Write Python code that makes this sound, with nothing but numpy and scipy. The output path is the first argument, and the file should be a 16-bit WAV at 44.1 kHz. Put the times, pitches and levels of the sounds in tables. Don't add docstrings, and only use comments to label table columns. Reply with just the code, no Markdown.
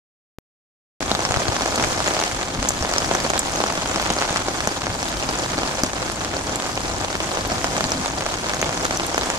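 import sys
import numpy as np
from scipy import signal
from scipy.fft import rfft, irfft
from scipy.io import wavfile
from scipy.ndimage import uniform_filter1d

SR = 44100
rng = np.random.default_rng(int(sys.argv[2]) if len(sys.argv) > 2 else 0)


def int16_out(signal):
    q = np.round(np.clip(np.atleast_2d(signal).T, -1, 1) * 32767)
    wavfile.write(sys.argv[1], SR, q.astype(np.int16))


N = 413658
TIME, FREQS = np.arange(N) / SR, np.fft.rfftfreq(N, 1 / SR)
START_S = 1.004

# start_s, level_db, contact_ms, flutter_hz, flutter_ratio, left_lag_ms
HEAVY_DROPS = [(1.0269, -7, 0.16, 2000.0, 0.32, 0.058), (1.0942, -8, 0.18, 1500.0, 0.35, 0.28),
               (1.1113, -4, 1.2, 2600.0, 0.35, 0), (1.1155, 9, 1.3, 3820, 0.3, 0.082),
               (1.1506, 3.5, 0.39, 3800.0, 0.23, 0.12), (1.1924, 2.5, 0.94, 6000.0, 0.062, 0.18),
               (1.2512, -0.5, 0.25, 5230, 0.42, 0.067), (1.3091, 2, 0.45, 6800.0, 0.1, 0.076),
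               (1.3213, 0.5, 0.13, 6800.0, 0.1, 0.13), (1.3418, 0.5, 0.29, 2000.0, 0.35, 0.12),
               (1.3628, -1, 0.23, 1500.0, 0.31, 0.12), (1.3716, 1, 0.77, 3800.0, 0.18, 0.14),
               (1.4832, 0, 0.44, 4480, 0.25, 0.24), (1.5658, 2, 0.28, 5200.0, 0.092, 0.036),
               (1.6094, 0, 0.79, 4500.0, 0.15, 0.13), (1.66, 1.5, 0.35, 4500.0, 0.091, 0.09),
               (1.677, -2, 0.4, 6000, 0.16, 0.17), (1.7245, -4, 0.44, 2600.0, 0.2, 0.14),
               (1.7582, -2, 0.11, 4500.0, 0.2, 0.18), (1.7776, 3, 1.1, 4500.0, 0.089, 0.17),
               (1.7826, -4, 0.38, 4500.0, 0.2, 0.1), (1.8256, 0, 0.3, 5200.0, 0.2, 0.096),
               (1.8388, -0.5, 0.18, 2000.0, 0.66, 0.34), (1.8458, 2, 0.19, 6800.0, 0.082, 0.14),
               (2.0037, 1, 0.64, 3800.0, 0.14, 0.15), (2.0658, -1, 0.44, 3200.0, 0.2, 0.13),
               (2.0763, -0.5, 0.23, 6800.0, 0.31, 0.0046), (2.081, 0.5, 1.3, 2000.0, 0.62, 0.15),
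               (2.1184, -11, 0.35, 5200.0, 0.2, 0.22), (2.1376, -2, 0.36, 5200.0, 0.2, 0.22),
               (2.1653, -9, 0.6, 3800.0, 0.17, 0.12), (2.1916, 0, 0.25, 4500.0, 0.2, 0.13),
               (2.2005, -2.5, 0.36, 6000.0, 0.22, 0.24), (2.2147, 0.5, 0.38, 6000.0, 0.11, 0.0072),
               (2.2251, 0, 0.7, 2000.0, 0.2, 0.031), (2.2377, 4, 0.19, 5170, 0.084, 0.3),
               (2.4301, -4, 0.5, 3800.0, 0.25, 0.26), (2.5489, -5, 0.37, 3800, 0.15, 0.16),
               (2.6277, 0, 0.18, 6000.0, 0.1, 0.083), (2.6499, 0, 0.85, 6800.0, 0.1, 0.2),
               (2.6573, -3, 0.7, 3200.0, 0.22, 0.2), (2.7059, -1, 0.43, 6800.0, 0.2, 0.16),
               (2.8254, -1.5, 0.43, 5200.0, 0.3, 0.11), (2.8488, 2, 0.98, 1500.0, 0.1, 0.11),
               (2.9138, -3, 0.39, 6000.0, 0.18, 0.14), (2.9375, 1, 0.14, 4500.0, 0.2, 0.089),
               (2.9623, 2, 0.5, 3800.0, 0.18, 0.18), (2.9822, 3.5, 0.27, 5400, 0.44, 0.24),
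               (3.0449, -4, 0.29, 2000, 0.2, 0.15), (3.1126, 8.5, 1.6, 3200.0, 0.12, 0.089),
               (3.151, 6, 0.48, 6000, 0.13, 0.14), (3.1715, -4, 0.84, 3200.0, 0.2, 0.32),
               (3.2514, -1, 1.3, 2600.0, 0.18, 0.2), (3.3022, 5.5, 0.28, 6760, 0.12, 0.24),
               (3.3356, 0, 0.38, 1500.0, 0.2, 0.37), (3.3785, -0.5, 0.13, 3840, 0.36, 0.038),
               (3.6032, 4, 1.2, 2600.0, 0.19, 0.18), (3.6149, -1.5, 0.38, 3800.0, 0.2, 0.055),
               (3.6392, 6, 0.89, 3200.0, 0.12, 0.094), (3.6642, -4, 0.65, 2000, 0.15, 0.15),
               (3.7018, -0.5, 0.48, 6800.0, 0.086, 0.046), (3.7768, 1.5, 1.3, 2000.0, 0.18, 0.22),
               (3.8907, -17, 0.2, 2600, 0.15, 0.12), (3.96, 3.5, 0.56, 5230, 0.15, 0.099),
               (3.9983, -0.5, 0.34, 3200.0, 0.2, 0.15), (4.0638, -1.5, 0.32, 2000, 0.25, 0.16),
               (4.1027, 1, 0.16, 3200.0, 0.32, 0.097), (4.1665, 0, 0.77, 6000.0, 0.076, 0.051),
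               (4.1863, -1.5, 0.32, 4500.0, 0.29, 0.16), (4.2153, 2.5, 0.46, 2600.0, 0.092, 0.086),
               (4.2227, 2.5, 0.23, 2000.0, 0.2, 0.1), (4.2891, -6, 0.34, 3200.0, 0.22, 0.13),
               (4.2952, -3, 0.24, 3800, 0.18, 0.052), (4.3603, 2.5, 0.26, 2000.0, 0.2, 0.16),
               (4.3717, 2.5, 0.068, 5200.0, 0.1, 0.11), (4.4835, 4, 1.3, 3800.0, 0.092, 0.099),
               (4.6738, 5.5, 0.5, 6000.0, 0.14, 0.16), (4.6053, 0.5, 0.17, 2000, 0.2, 0.18),
               (4.8193, -3.5, 0.19, 3800.0, 0.2, 0.047), (4.8684, 0, 0.4, 1800, 0.18, 0.15),
               (5.0288, 0, 0.36, 5240, 0.11, 0.18), (5.2263, -4, 1.3, 2600.0, 0.64, 0.21),
               (5.2899, 1.5, 0.82, 4500.0, 0.2, 0.24), (5.3109, -8, 0.5, 2000, 0.15, 0.15),
               (5.5802, 4.5, 1.1, 3800.0, 0.1, 0.13), (5.5876, 0, 0.36, 4500.0, 0.1, 0.15),
               (5.633, 0.5, 0.54, 2600.0, 0.22, 0.19), (5.8352, 5.5, 0.38, 4940, 0.2, 0.17),
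               (5.933, -2, 0.39, 6000, 0.12, 0.21), (6.027, -5.5, 0.33, 4500.0, 0.14, 0.095),
               (6.0991, -2.5, 0.32, 3800.0, 0.1, 0.099), (6.2135, -6, 0.14, 2600.0, 0.2, 0.12),
               (6.2479, -3, 0.12, 5200.0, 0.2, 0.055), (6.3673, -0.5, 0.95, 4500.0, 0.23, 0.15),
               (6.5584, -7, 0.19, 7600.0, 0.2, 0.16), (6.6002, -3, 0.46, 3220, 0.2, 0.026),
               (6.6224, -5, 0.16, 4500, 0.15, 0.22), (6.7758, 1.5, 1.5, 2600.0, 0.35, 0.14),
               (7.0473, -4, 0.26, 3200.0, 0.27, 0.18), (7.1538, -1, 0.32, 2000.0, 0.25, 0.16),
               (7.2033, -3, 0.39, 2600.0, 0.4, 0.18), (7.3155, -4, 0.45, 2600, 0.15, 0.18),
               (7.3721, 2.5, 0.79, 2600.0, 0.1, 0.19), (7.518, 0.5, 0.78, 4500.0, 0.1, 0.2),
               (7.521, -2, 0.88, 5200.0, 0.2, 0.2), (7.6437, 5.5, 0.27, 5200.0, 0.1, 0.077),
               (7.7666, -2.5, 0.19, 2000.0, 0.47, 0.19), (7.7799, -2, 0.4, 6000.0, 0.2, 0.22),
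               (7.8077, 5, 0.32, 3200.0, 0.1, 0.12), (7.8413, -1.5, 0.17, 4500.0, 0.4, 0.058),
               (7.9194, 3, 0.35, 5300, 0.25, 0.19), (8.0596, -3.5, 0.25, 3800.0, 0.36, 0.067),
               (8.2081, -2, 0.34, 3200.0, 0.1, 0.055), (8.2228, -4, 0.38, 2600, 0.2, 0.15),
               (8.2577, -5, 0.55, 3200, 0.2, 0.17), (8.2639, 1.5, 0.36, 5200.0, 0.1, 0.079),
               (8.3406, -3, 0.18, 3200, 0.2, 0.13), (8.4956, -2.5, 0.18, 2300, 0.35, 0.21),
               (8.5361, -4, 0.13, 1800, 0.5, 0.13), (8.615, 0, 0.12, 6470, 0.31, 0.14),
               (8.6277, 4, 0.95, 2020, 0.46, 0.067), (8.6443, -6, 0.35, 3200, 0.22, 0.15),
               (8.6925, -1, 0.37, 2600.0, 0.1, 0.14), (8.7287, -7, 0.1, 2000, 0.45, 0.12),
               (8.7756, -2.5, 0.38, 4500, 0.13, 0.081), (8.8328, -3, 0.67, 2000.0, 0.2, 0.16),
               (8.8528, 2.5, 0.18, 1500.0, 0.35, 0.22), (8.9097, 1, 0.4, 3200.0, 0.1, 0.13),
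               (8.9979, 1.5, 1.1, 2600.0, 0.32, 0.2), (9.1454, 2, 0.52, 5200.0, 0.12, 0.15),
               (9.1792, 6.5, 0.32, 1500.0, 0.12, 0.22), (9.2118, -5, 0.59, 3800.0, 0.64, 0.074),
               (9.2337, -1.5, 0.49, 3220, 0.2, 0.15), (9.3015, 3.5, 0.23, 6900, 0.12, 0.087)]
# start_s, level_db, pitch_hz
PINGS = [(1.2264, -20, 3500), (1.7024, -22, 6500), (1.7578, -16, 11500), (1.7611, -15, 6800),
         (2.0864, -16, 6900), (2.1377, -21, 5800), (2.2115, -14, 4020), (2.2797, -23, 6600),
         (2.6878, -6, 6460), (2.691, -4.5, 7440), (2.7184, -18, 6000), (2.892, -20, 4000),
         (2.936, -19, 11500), (3.2025, -17.5, 4000), (3.299, -16, 6270), (3.377, -19, 12000),
         (3.3918, -6, 8050), (3.395, -8, 7550), (3.5193, -21, 8800), (3.5592, -14.5, 6540),
         (3.6697, -15, 5600), (3.7245, -17, 6000), (3.9339, -21, 6000), (4.0194, -16, 12000),
         (4.1212, -16, 11000), (4.2, -18, 6000), (4.6735, -11, 6500), (5.0857, -14, 3700),
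         (5.0962, -20, 11500), (5.1708, -18, 3800), (5.3083, -19, 10900), (5.8018, -24, 8400),
         (5.835, -8, 6200), (5.8713, -21, 5900), (6.1195, -17, 10000), (6.5582, -12, 7490),
         (6.755, -16, 5700), (7.1686, -21, 5900), (7.4743, -16, 12000), (7.906, -18, 6500),
         (8.2072, -20, 9550), (8.5455, -18, 6550), (8.615, -10, 6830), (8.6445, -17, 3270),
         (8.8466, -16, 6760), (8.85, -15, 6500), (8.865, -16, 3700), (8.9689, -20, 6000),
         (8.973, -12.5, 6000), (9.0644, -14, 11600), (9.0667, -15, 8600), (9.182, -13.5, 6400)]
# start_s, level_db, pitch_hz
PANEL_THUMPS = [(1.116, -17, 670), (1.793, -11, 246), (2.0037, -13, 290), (2.587, -18, 46),
                (2.812, -12.5, 79.5), (3.113, -3, 826), (3.151, -6, 360), (3.6388, -16, 580),
                (3.959, -13, 650), (4.106, -11, 198), (4.308, -14, 156), (4.6738, -18, 680),
                (4.674, -16, 215), (4.897, -17, 99), (5.5805, -7, 298), (5.8352, -2.5, 276),
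                (5.8365, -14, 620), (7.512, -22, 75)]
# centre_s, level_db
AIR_PUFFS = [(1.309, -13.5), (1.373, -10), (1.491, -11.5)]
# time_s, level_db, contact_ms
SHOWER_COURSE = [(1.25, -28.5, 0.6), (1.77, -26.5, 0.63), (2.15, -26, 0.58), (2.31, -29, 0.34),
                 (2.51, -31.5, 0.39), (3.03, -27, 0.56), (3.48, -28, 0.51), (4.09, -27.5, 0.44),
                 (4.93, -31, 0.49), (5.4, -28.5, 0.66), (6.28, -30.5, 0.62), (7.75, -27.5, 0.97),
                 (8.04, -29.5, 0.55), (9.35, -28.5, 0.71)]
# centre_hz, t60_s, level_db
RING_BANDS = [(89, 0.1, -33), (178, 0.09, -11.5), (387, 0.028, -14), (670, 0.11, -6.5), (1363, 0.033, -4.5),
              (3000, 0.065, -3.5), (6000, 0.04, -5)]
# frequency_hz, gain_db
CLOTH_RESPONSE = [(60, -9.5), (250, 0.5), (330, 0.1), (460, -2.3), (560, 0.2), (700, 0.5), (950, -0.73),
                  (1400, 0.2), (2300, -0.9), (3500, -1), (5500, 0), (9000, 1.5), (15000, -2)]
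# frequency_hz, density_db
GRASS_SPECTRUM = [(100, -3), (600, -16.5), (1300, -6.5), (2500, -14), (5000, -15), (8000, -16.5),
                  (15000, -20.5)]
# frequency_hz, density_db
BOOM_SPECTRUM = [(20, -17), (45, 0), (80, 1), (130, -2.5), (220, -3.5), (330, -2.5), (600, -23),
                 (3000, -59)]
# frequency_hz, density_db
AIR_SPECTRUM = [(15, -10), (35, 10), (65, 7), (110, 7.5), (250, -38), (1500, -25)]
# resonance_hz, width_hz, rolloff_hz
PORT_CAVITIES = [(6740, 2850, 9900), (7920, 4030, 48000)]
# time_s, level_db
HANDLING_ENVELOPE = [(2.45, -58), (2.59, -27), (2.7, -50), (2.82, -32), (2.95, -58), (7.68, -66),
                     (7.77, -31), (7.82, -42), (7.86, -24), (7.91, -46), (7.965, -28), (8.01, -28.5),
                     (8.1, -56)]
# frequency_hz, density_db
HANDLING_SPECTRUM = [(50, -9), (110, -6.5), (200, 0.5), (270, 3.5), (400, -33), (1500, -68)]


def undb(db):
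    return 10 ** (np.asarray(db) / 20)


def unit(x):
    return x / np.sqrt(np.mean(x ** 2))


def decay(t, t60_s):
    return np.exp(-np.log(1000) * t / t60_s)


def add(out, start_s, sound):
    i = int(np.clip(start_s * SR, 0, N - 1))
    out[..., i:i + sound.shape[-1]] += sound[..., :N - i]


def colour(x, points, size=2048):
    hz, db = np.transpose(points)
    log_hz = np.log(np.fft.rfftfreq(size, 1 / SR) + 1)
    log_gain = np.log(undb(np.interp(log_hz, np.log(hz), db)))
    cepstrum = irfft(log_gain)[:size // 2]
    cepstrum[1:] *= 2
    impulse_response = irfft(np.exp(rfft(cepstrum, size)))
    return signal.oaconvolve(np.atleast_2d(x), impulse_response[None], axes=1)[:, :N]


def noise(spectrum, shape=N):
    return unit(colour(rng.standard_normal(shape), spectrum))


def resonance(hz, width_hz):
    return 1 / (1 - (FREQS / hz) ** 2 + 1j * FREQS * width_hz / hz ** 2)


def drift(rate_hz):
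    hold = int(SR / rate_hz)
    steps = np.repeat(rng.standard_normal(N // hold + 1), hold)
    return unit(uniform_filter1d(steps, hold)[:N])


def plip(hz, t60_s, spray, rise_s=.0001, tail_db=-21, tail_t60_s=0.079, size=600):
    t = np.arange(size) / SR
    hiss = np.diff(rng.standard_normal((2, size + 1))) / np.sqrt(2)
    burst = (np.sin(2 * np.pi * hz * t) + spray * hiss) * decay(t, t60_s)
    tail = undb(tail_db) * hiss * decay(t, tail_t60_s)
    return (burst + tail) * (1 - np.exp(-t / rise_s))


def grass_hiss(shower_db, gain_db=-6):
    return noise(GRASS_SPECTRUM, (2, N)) * undb(shower_db + gain_db + 1.2 * drift(rate_hz=23))


def canopy_boom(level_db=-35):
    boom = noise(BOOM_SPECTRUM) * undb(level_db + 2.0 * drift(rate_hz=18))
    return boom * np.array([[1.1], [.85]])


def port_air(level_db=-39, puff_hz=95, puff_s=0.0051, size=1800):
    out = noise(AIR_SPECTRUM) * undb(level_db + 2.0 * drift(rate_hz=5.7)) * np.array([[1], [.35]])
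    t = (np.arange(size) - size / 2) / SR
    puff = -np.cos(2 * np.pi * puff_hz * t) * np.exp(-(t / puff_s) ** 2)
    for centre_s, db in AIR_PUFFS:
        add(out[0], centre_s + t[0], undb(db) * puff)
    return out


def click(start_s=0.3845, level_db=-23.0, size=66):
    out = np.zeros((2, N))
    add(out, start_s, undb(level_db) * np.linspace(0, 1, size) * np.array([[1.3], [.7]]))
    return out


def grass_spatter(shower_db, spread_db=4, low_hz=2800, high_hz=10000, t60_s=0.0047, spray=0.58):
    out = np.zeros((2, N))
    for when, pitch, side, rank, burst in rng.random((600, 5)):
        start_s = START_S + when * (TIME[-1] - START_S)
        hz = low_hz * (high_hz / low_hz) ** pitch
        db = shower_db[int(start_s * SR)] - spread_db * np.log(rank + 0.025)
        pan = np.sqrt([[side], [1 - side]])
        add(out, start_s, undb(db) * plip(hz, t60_s, spray * burst ** 2) * pan)
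    return out


def handling_rumble():
    return noise(HANDLING_SPECTRUM) * undb(np.interp(TIME, *np.transpose(HANDLING_ENVELOPE)))


def pings(t60_s=0.005, spray=0.67):
    out = np.zeros((2, N))
    for start_s, db, hz in PINGS:
        add(out, start_s, undb(db) * plip(hz, t60_s, spray))
    return out


def panel_thumps(gain_db=-1, t60_cycles=6.4, stretch=0.067, size=8000):
    out, t = np.zeros((2, N)), np.arange(size) / SR
    for start_s, db, hz in PANEL_THUMPS:
        fade = decay(t, t60_cycles / hz)
        phase = 2 * np.pi * np.cumsum(hz * (1 + stretch * fade)) / SR
        swing = np.sin(phase) + 0.12 * np.sin(2.24 * phase)
        add(out, start_s, -undb(db + gain_db) * swing * fade * np.array([[1], [.8]]))
    return out


def rainfall(shower_db, top_db, range_db, flutter_ratio, count, low_hz=1500, high_hz=7350):
    when, rank, wetness = rng.random((count, 3)).T
    softness, place = rng.standard_normal((count, 2)).T
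    start_s = START_S + when * (TIME[-1] - START_S)
    below_top_db = 10 * np.log10(1 + rank * (undb(range_db) ** 2 - 1))
    db = np.interp(start_s, TIME, shower_db) + top_db - below_top_db
    time_s, _, median_contact_ms = np.transpose(SHOWER_COURSE)
    contact_ms = np.interp(start_s, time_s, median_contact_ms) * np.exp(0.75 * softness)
    flutter_hz = low_hz * (high_hz / low_hz) ** wetness
    left_lag_ms = .15 + 0.076 * place
    return np.stack([start_s, db, contact_ms, flutter_hz, np.full(count, flutter_ratio), left_lag_ms], 1)


def impact_force(drops, rise_ratio=0.13, flutter_s=0.00046, size=240):
    start_s, db, contact_ms, flutter_hz, flutter_ratio, left_lag_ms = drops.T[:, :, None]
    contact_s = np.clip(contact_ms, .03, 1.2) / 1000
    channels = []
    for arrival_s in (start_s + left_lag_ms / 1000, start_s):
        index = (arrival_s * SR).astype(int) + np.arange(size)
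        t = np.maximum(index / SR - arrival_s, 0)
        push = np.exp(-t / contact_s) - np.exp(-t / (contact_s * rise_ratio))
        flutter = flutter_ratio * np.sin(2 * np.pi * flutter_hz * t) * np.exp(-t / flutter_s)
        force = undb(db) * (push + flutter)
        channels.append(np.bincount(index.ravel(), force.ravel(), N)[:N])
    return np.array(channels)


def cloth_ring(decorrelated_hz=1300, return_s=0.00039, size=6000):
    t, out = np.arange(size) / SR, 0
    for hz, t60_s, db in RING_BANDS:
        band = signal.butter(2, [hz / np.sqrt(2), hz * np.sqrt(2)], "band", fs=SR, output="sos")
        mid, side = signal.sosfilt(band, rng.standard_normal((2, size)))
        envelope = (1 - np.exp(-t / return_s)) * decay(t, t60_s)
        waves = (mid + min(hz / decorrelated_hz, 1) * side * np.array([[1], [-1]])) * envelope
        bandwidth_gain = np.sqrt(np.sqrt(2) * hz / SR / size)
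        out = out + undb(db) * unit(waves) * bandwidth_gain
    return out


def umbrella(drops, ring_db, snap_hz=560, snap_width_hz=760, panels=6):
    panel = rng.integers(0, panels, len(drops))
    forces = [impact_force(drops[panel == k]) for k in range(panels)]
    acceleration_response = (FREQS / snap_hz) ** 2 * resonance(snap_hz, snap_width_hz)
    snap = irfft(rfft(sum(forces)) * acceleration_response, N)
    ring = sum(signal.oaconvolve(force, cloth_ring(), axes=1)[:, :N] for force in forces)
    return snap + undb(ring_db) * ring


def scene():
    time_s, level_db, _ = np.transpose(SHOWER_COURSE)
    shower_db = np.interp(TIME, time_s, level_db)
    overhead = rainfall(shower_db, top_db=23.5, range_db=7.0, flutter_ratio=0.3, count=190)
    around = rainfall(shower_db, top_db=22.5, range_db=13.0, flutter_ratio=0.18, count=6000)
    cloth = umbrella(np.vstack([HEAVY_DROPS, overhead]), ring_db=-2.5) + umbrella(around, ring_db=2.5)
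    canopy = colour(cloth, CLOTH_RESPONSE) + panel_thumps() + handling_rumble() + pings()
    return canopy + grass_spatter(shower_db) + grass_hiss(shower_db) + canopy_boom() + port_air()


def record(dry, ceiling=.88, knee_order=6, cutoff_hz=14700):
    ports = np.array([resonance(hz, width_hz) * resonance(rolloff_hz, np.sqrt(2) * rolloff_hz)
                      for hz, width_hz, rolloff_hz in PORT_CAVITIES])
    heard = irfft(rfft(dry) * ports, N) * (TIME >= START_S) + click()
    rounded = heard / (1 + np.abs(heard / ceiling) ** knee_order) ** (1 / knee_order)
    lowpass = signal.ellip(10, .2, 90, cutoff_hz, fs=SR, output="sos")
    return signal.sosfilt(lowpass, rounded)


dry = scene()
out = record(dry)
int16_out(out)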